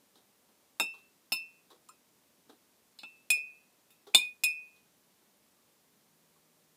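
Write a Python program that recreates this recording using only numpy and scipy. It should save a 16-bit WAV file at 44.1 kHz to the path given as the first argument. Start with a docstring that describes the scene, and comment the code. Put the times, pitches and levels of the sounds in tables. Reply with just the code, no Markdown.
"""A steel spoon stirs water in a glass jar on a table, an arm's length away in a quiet room.
From the start there is microphone hiss and a low, wavering room murmur, both shaped noise; soon water slaps
softly, as resonant noise broken into drops. Then clinks ring the jar's decaying modes, and the sloshing water
makes the wall's ring waver in pitch and level. Bubbles sound among the slaps as short rising tones.
Near the end a faint hum, one low sine, sets in."""
import sys
import numpy as np
from scipy import signal
from scipy.fft import rfft, irfft
from scipy.io import wavfile
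from scipy.ndimage import uniform_filter1d

SR = 44100
rng = np.random.default_rng(int(sys.argv[2]) if len(sys.argv) > 2 else 0)


def wrap_up_sound(samples):
    """Save the sound to the file named by the first command line argument, as 16-bit audio."""
    columns = np.atleast_2d(samples).T
    # keep every value between -1 and 1, then stretch to whole-number steps
    tamed = np.clip(columns, -1, 1)
    steps = np.round(tamed * 32767).astype(np.int16)
    wavfile.write(sys.argv[1], SR, steps)


N = 298116


def undb(db):
    """Level law: 20 dB is a factor of ten in amplitude."""
    return 10 ** (np.asarray(db) / 20)


def fade(t, t60, rise):
    """Exponential decay: 60 dB down in t60 s, after a quick rise with time constant rise s."""
    return (1 - np.exp(-t / rise)) * np.exp(-np.log(1000) * t / t60)


def band(x, hz, width):
    """Simple resonance: two poles, gain 1 at the centre."""
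    return signal.lfilter(*signal.iirpeak(hz, hz / width, fs=SR), x)


def hiss(size, resonances):
    """Filtered noise of rms 1: each (f/Hz, width/Hz, level/dB) resonance is passed twice for steep sides."""
    x = 0
    for hz, width, db in resonances:
        noise = band(band(rng.standard_normal(size), hz, width), hz, width)
        x = x + undb(db) * noise / np.sqrt(width)
    return x / np.std(x)


def add(out, s, x):
    """Superposition: mix x in from time s."""
    i = int(s * SR)
    out[i:i + len(x)] += x[:len(out) - i]


def wander(size, hold, smooth):
    """Slow random process: values held for hold samples, then a running mean over smooth samples."""
    steps = np.repeat(rng.standard_normal(size // hold + 1), hold)[:size]
    return uniform_filter1d(steps, size=smooth)


# relative spectrum of the background: (f/Hz, spectral level/dB)
BACKGROUND_SPECTRUM = [(15, -69), (25, -36.5), (64, -14), (97, -12), (212, -1), (427, -5.5), (463, -4),
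                       (545, -8), (591, -4), (641, -8.5), (1070, -9.5), (1400, -13), (15250, -15.5),
                       (15700, -39)]
BACKGROUND_DB = -69  # rms


def quiet():
    """Stationary noise with a shaped spectrum; its part below about 500 Hz wavers in level as a murmur."""
    hz, db = np.transpose(BACKGROUND_SPECTRUM)
    f = np.maximum(np.arange(N // 2 + 1) * SR / N, 1)
    gain = undb(np.interp(np.log(f), np.log(hz), db))
    x = irfft(rfft(rng.standard_normal(N)) * gain, N)
    swell_db = 1.1 * wander(N, 8000, 8000)
    murmur = signal.sosfilt(signal.butter(2, 500, fs=SR, output="sos"), x)
    x = x + murmur * (undb(swell_db) - 1)
    return x * undb(BACKGROUND_DB) / np.std(x)


# water slaps: (t/s, body level/dB, body f/Hz, splash level/dB, t60/s)
SLAPS = [(0.155, -60, 262, -62, 0.2), (0.488, -65, 223, -83, 0.17), (0.935, -61, 1000, -61, 0.24),
         (1.702, -52.5, 410, -58.5, 0.18), (2.491, -54.5, 292, -63, 0.22), (3.368, -59.5, 604, -59, 0.11),
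         (4.067, -52, 404, -59, 0.23), (4.761, -72.5, 205, -67, 0.15), (4.85, -69, 222.3, -82.5, 0.16),
         (5.219, -69.5, 339, -86, 0.15), (6.364, -71, 218, -86.5, 0.15)]
# resonances of the dull body and of the thin splash: (f/Hz, width/Hz, level/dB)
BODY_RESONANCES = [(410, 180, -1.5), (810, 300, -4), (1300, 600, -6.5)]
SPLASH_RESONANCES = [(3232, 330, -5), (3726, 1000, 2), (5000, 3000, -2.5), (10000, 8000, -3.5)]


def water():
    """Amplitude-modulated noise: slaps on the wall, a dull body and a thin splash, broken into small drops."""
    t, out = np.arange(SR // 3) / SR, np.zeros(N)
    for s0, body_db, body_hz, splash_db, t60 in SLAPS:
        drops = undb(2.5 * wander(len(t), 200, 100))
        body = undb(body_db) * hiss(len(t), [(body_hz, .25 * body_hz, 0)] + BODY_RESONANCES)
        splash = undb(splash_db) * hiss(len(t), SPLASH_RESONANCES)
        add(out, s0, drops * (body + splash) * fade(t, t60, .001))
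    return out


def ring(hz, t, t60, phase=0):
    """Damped oscillation: one struck mode, whose pitch may move."""
    return fade(t, t60, 0.00067) * np.sin(2 * np.pi * np.cumsum(hz + 0 * t) / SR + phase)


def wet(hz, t, t60, pace, turn):
    """Varying mass loading by moving water: a mode's pitch drifts and its level flutters, at separate paces."""
    drift = 1 + 0.0023 * np.sin(2 * np.pi * ((4 + 8 * pace) * t + turn))
    flutter_db = 4.3 * np.sin(2 * np.pi * ((15 + 30 * turn) * t + pace))
    return undb(flutter_db) * ring(hz * drift, t, t60)


# at the hardest blow the spoon leans on the wall: (t/s, change of lower oval level/dB, of upper oval level/dB)
LEANING = [(4.142, 10.5, 6), (4.172, -16, -14.5), (4.192, 4, -10.5), (4.225, -8.5, 9), (4.259, -14, 7.5),
           (4.328, -12, 3), (4.345, -24, -24), (4.43, -21.5, -9)]
SLOSH_PER_S = 5.9  # the wave round the jar moves the ovals' pitch
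SWAY_DB, SWAY_LAG = 1.5, 0.11  # level traded between the ovals, and turns by which this follows the pitch


def ovals(s0, oval_hz, gap_hz, depth_hz, slosh, low_db, low_t60, up_db, up_t60):
    """Split mode pair: two oval wall modes whose pitch and level vary with the wave round the jar."""
    t = np.arange(SR * 2 // 3) / SR
    low_hz = oval_hz + depth_hz * np.cos(2 * np.pi * (SLOSH_PER_S * t - slosh))
    sway_db = SWAY_DB * np.cos(2 * np.pi * (SLOSH_PER_S * t - slosh - SWAY_LAG))
    lean_s, lean_low_db, lean_up_db = np.transpose(LEANING)
    if lean_s[0] - .01 < s0 < lean_s[-1]:
        low_db = low_db + uniform_filter1d(np.interp(s0 + t, lean_s, lean_low_db), size=300)
        up_db = up_db + uniform_filter1d(np.interp(s0 + t, lean_s, lean_up_db), size=300)
    lower = undb(low_db + sway_db) * ring(low_hz, t, low_t60)
    upper = undb(up_db - sway_db) * ring(low_hz + gap_hz, t, up_t60)
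    return lower + upper


def bowl(t, hz, hz2, lasting, draw):
    """Modal pair: the spoon's bowl rings in two close modes, the second weaker and longer."""
    first = wet(hz, t, .12 * lasting, *draw[0, -1, :2])
    second = wet(hz2, t, 0.19 * lasting, *draw[1, -1, :2])
    return first + 0.57 * second


def crack(t):
    """Impact noise: a very short broadband burst."""
    return hiss(len(t), [(4010, 11000, 0)]) * fade(t, 0.014, 0.00024)


# modes too dense to part, one list under the treble and one under the top: (f/Hz, width/Hz, level/dB)
SIZZLE = [
    [(7450, 610, 0.5), (8800, 1000, 1)],
    [(10800, 870, -2.5), (13000, 1400, -0.5), (14900, 600, -2)],
]
SIZZLE_DB, SIZZLE_T60_S = -4.5, .14  # level relative to its group; decay at ring time factor 1


def sizzle(t, treble_db, top_db, lasting):
    """High modal density: modes that overlap blur into decaying noise."""
    x = 0
    for db, blur in zip((treble_db, top_db), SIZZLE):
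        decay = fade(t, SIZZLE_T60_S * lasting ** .5, .0007)
        x = x + undb(db + SIZZLE_DB) * hiss(len(t), blur) * decay
    return x


# modes of table, jar air, jar wall and spoon, in families that answer together: (f/Hz, ...)
FAMILY_HZ = [(195, 245, 300, 385), (720, 790), (940, 1030), (1250, 1370, 1580), (2235, 2895, 2975),
             (3860, 4092, 4185, 4430), (5225, 5280), (6720, 6820, 7090, 7355, 7592, 7790, 7950),
             (8430, 8540, 8655, 8870, 9222, 9530), (9880, 10180, 10590, 10935),
             (11680, 12070, 12650, 12920, 13270, 13880, 14320, 14800, 15050)]
# per family: (main mode t60/s, other modes t60/s, others' level/dB,
#              crowd of weak modes: one end f/Hz, other end f/Hz, level/dB, t60/s)
# the ring time factor scales every t60 but the main mode's; chance lowers the levels
FAMILY_SHAPE = [(0.097, 0.2, -3.5, 180, 510, -10.5, 0.15), (0.057, 0.029, 4, 550, 950, -9.5, .1),
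                (.13, 0.22, -13, 820, 850, -19, 0.15), (.07, 0.063, -4.5, 1150, 2200, -10, .07),
                (.09, 0.14, -7, 2900, 2700, -11.5, .07), (0.11, .12, 1, 3700, 4900, -10, .1),
                (.19, 0.24, -8.5, 4950, 5400, -16, 0.19), (0.08, .13, -5.5, 7400, 8000, -14.5, .1),
                (.11, .13, -4.5, 9000, 7600, -15, 0.11), (.13, 0.33, -11.5, 9800, 11500, -16.5, .1),
                (.08, .12, -6.5, 23000, 20000, -12.5, .1)]
# clink group driving each family: 0 thud, 1 belly, 2 rim, 3 treble, 4 jar air, 5 top, 6 table, 7 shoulder
DRIVEN_BY = [6, 0, 4, 0, 1, 7, 2, 3, 3, 5, 5]
# main mode of each family: f/Hz (None: set by the clink)
MAIN_HZ = [245, 720, 1030, 1370, 2895, 4185, 5225, 7355, None, 10935, 13270]
# each family within its group: level/dB
FAMILY_DB = [-1.83, 2, 1.8, -0.9, -0.06, -2, 0.26, 0.2, -1, -3, -2.5]
# modes whose pitch the water loads: f/Hz
LOADED_HZ = (4185, 5225)
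REST_HZ = 2490  # lower oval pitch at which the loaded modes keep their listed pitch


def families(t, group_db, neck_hz, oval_hz, lasting, draw):
    """Modal superposition: every blow starts all modes; loaded ones scale with this clink's lower oval."""
    x = np.zeros(len(t))
    for modes, shape, main_hz, group, own_db, luck in zip(
            FAMILY_HZ, FAMILY_SHAPE, MAIN_HZ, DRIVEN_BY, FAMILY_DB, draw):
        main_t60, other_t60, other_db, end_hz, end2_hz, crowd_db, crowd_t60 = shape
        db = group_db[group] + own_db
        main_hz = main_hz or min(modes, key=lambda hz: abs(hz - neck_hz))
        for hz, (pace, size, turn, *_) in zip(modes, luck):
            if hz == main_hz:
                mode_db, t60 = -3 * size, main_t60
            else:
                mode_db, t60 = other_db - 8 * size, other_t60 * lasting
            load = oval_hz / REST_HZ if hz in LOADED_HZ else 1
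            x += undb(db + mode_db) * wet(hz * load, t, t60, pace, turn)
        for *_, place, size, turn in luck:
            hz = end_hz + (end2_hz - end_hz) * place
            weak = ring(hz, t[:SR // 6], crowd_t60 * lasting, 2 * np.pi * turn)
            add(x, 0, undb(db + crowd_db - 5 * size) * weak)
    return x


# clinks: (t/s, crack level/dB, ring time factor, spoon bowl pair f/Hz, f/Hz, bowl level/dB,
#          thud, belly, rim, treble level/dB, lower oval f/Hz, gap to upper oval f/Hz,
#          slosh depth f/Hz, slosh phase/turns, lower oval level/dB, t60/s, upper oval level/dB, t60/s,
#          jar air, top, table, shoulder level/dB, main neck mode f/Hz)
CLINKS = [(0.7982, -27, 0.79, 3653, 3740, -24, -30, -50, -33, -34.5, 2516, 157.8, 5, 0.02, -30.5, .3, -24.5, 0.37, -51, -36.5, -37, -46, 8655),
          (1.3202, -61, 0.58, 3630, 3680, -31.5, -40.5, -32.5, -27, -40, 2507, 165, 6, 0.02, -36.5, .44, -26.5, 0.37, -44.5, -30.5, -43.5, -33.5, 8655),
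          (1.8877, -51, .34, 3600, 3750, -70, -82, -74, -62, -55.5, 2500, 159, 6, 0.02, -68, .36, -67.5, 0.32, -64, -64, -77, -66, 8870),
          (2.9881, -48.5, 1.03, 3550, 3650, -54.5, -76, -55.5, -58, -64, 2455, 170, 8, .4, -66.5, .36, -65, .38, -73, -69, -75, -47, 9222),
          (3.0329, -53, 0.56, 3480, 3685, -45, -51.5, -49.5, -62, -66, 2490, 157.6, 24, .4, -51.5, .36, -43.5, 0.42, -60, -75, -54.5, -56, 8430),
          (3.3024, -24, 0.56, 3450, 3730, -30.5, -46.5, -37, -29, -27, 2482, 146, 24, .94, -20.5, .38, -31.5, 0.48, -54.5, -30, -49.5, -36, 9222),
          (3.905, -58, 1.05, 3580, 3710, -67, -79, -72, -75, -73, 2490, 160, 8, 0.02, -72, .36, -70, .38, -81, -62, -78, -79.5, 9530),
          (4.1405, -89.5, .7, 3500, 3710, -62, -77, -56, -72, -63.5, 2422, 58.8, 4, .4, -43, .1, -46.5, 0.32, -68, -66, -92, -57.5, 8655),
          (4.1465, -18.5, 0.8, 3549, 3640, -11, -37.5, -22.5, -28, -23.5, 2425, 54.5, 6, .4, -22.5, .36, -26.5, .38, -37.5, -28, -37, -23, 8870),
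          (4.4362, -30.5, 0.47, 3457, 3720, -29, -48, -36, -30, -28.5, 2482, 153, 13, 0.02, -23, .44, -29.5, .42, -56.5, -28, -52, -36.5, 8655)]


def jar():
    """Impact excitation: how the spoon lands sets the level of each group of modes."""
    t, out = np.arange(SR // 4) / SR, np.zeros(N)
    chance = rng.random((len(CLINKS), len(FAMILY_SHAPE), 14, 5))
    for row, draw in zip(CLINKS, chance):
        s0, crack_db, lasting, bowl_hz, bowl2_hz, bowl_db = row[:6]
        group_db, neck_hz = row[6:10] + row[18:22], row[22]
        treble_db, oval_hz, top_db = row[9], row[10], row[19]
        add(out, s0, ovals(s0, *row[10:18]))
        x = undb(bowl_db) * bowl(t, bowl_hz, bowl2_hz, lasting, draw)
        x += undb(crack_db) * crack(t)
        x += sizzle(t, treble_db, top_db, lasting)
        x += families(t, group_db, neck_hz, oval_hz, lasting, draw)
        add(out, s0, x)
    return out


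# air pockets trapped by the spoon: (t/s, level/dB, start f/Hz, end f/Hz, t60/s)
BUBBLES = [(1.89, -53.5, 1030, 1075, 0.072), (1.892, -46, 1170, 1420, 0.063),
           (0.938, -62, 1120, 1134, 0.12), (1.707, -55.5, 1015, 1123, 0.11),
           (5.582, -69.5, 1138, 1156, 0.084), (6.362, -66.5, 1082, 1126, .1)]


def bubbles():
    """Bubble resonance: each pocket rings as one tone that rises while it nears the surface."""
    t, out = np.arange(SR // 5) / SR, np.zeros(N)
    for s0, db, hz, end_hz, t60 in BUBBLES:
        rising_hz = end_hz + (hz - end_hz) * np.exp(-t / 0.011)
        add(out, s0, undb(db) * ring(rising_hz, t, t60))
    return out


HUM_FROM_S, HUM_HZ, HUM_DB, HUM_WAVER_DB = 6.04, 160, -76.5, 1.5


def hum():
    """Pure tone with slow amplitude modulation: faint and low, it sets in near the end."""
    t = np.arange(N) / SR
    level_db = HUM_DB + HUM_WAVER_DB * wander(N, 4000, 4000)
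    onset = np.clip((t - HUM_FROM_S) / .05, 0, 1)
    return onset * undb(level_db) * np.sin(2 * np.pi * HUM_HZ * t)


ROOM_T60_S, ROOM_DB = 0.23, -17


def room(near):
    """Reverberation: convolution with decaying noise of unit energy."""
    t = np.arange(SR // 2) / SR
    tail = rng.standard_normal(len(t)) * fade(t, ROOM_T60_S, 0.0053)
    return signal.fftconvolve(near, tail / np.sqrt(np.sum(tail ** 2)))[:N]


def scene():
    """Direct plus reverberant sound; the microphone passes little deep bass of the near sounds, hence the
    high-pass."""
    no_bass = signal.butter(2, 185, "highpass", fs=SR, output="sos")
    near = signal.sosfilt(no_bass, jar() + water() + bubbles())
    return (near + undb(ROOM_DB) * room(near) + quiet() + hum())[None]


TOP_HZ = 16200


def record(dry):
    """Band limiting: a steep low-pass cuts the top."""
    return signal.sosfilt(signal.ellip(10, .2, 70, TOP_HZ, fs=SR, output="sos"), dry)


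dry = scene()
out = record(dry)
wrap_up_sound(out)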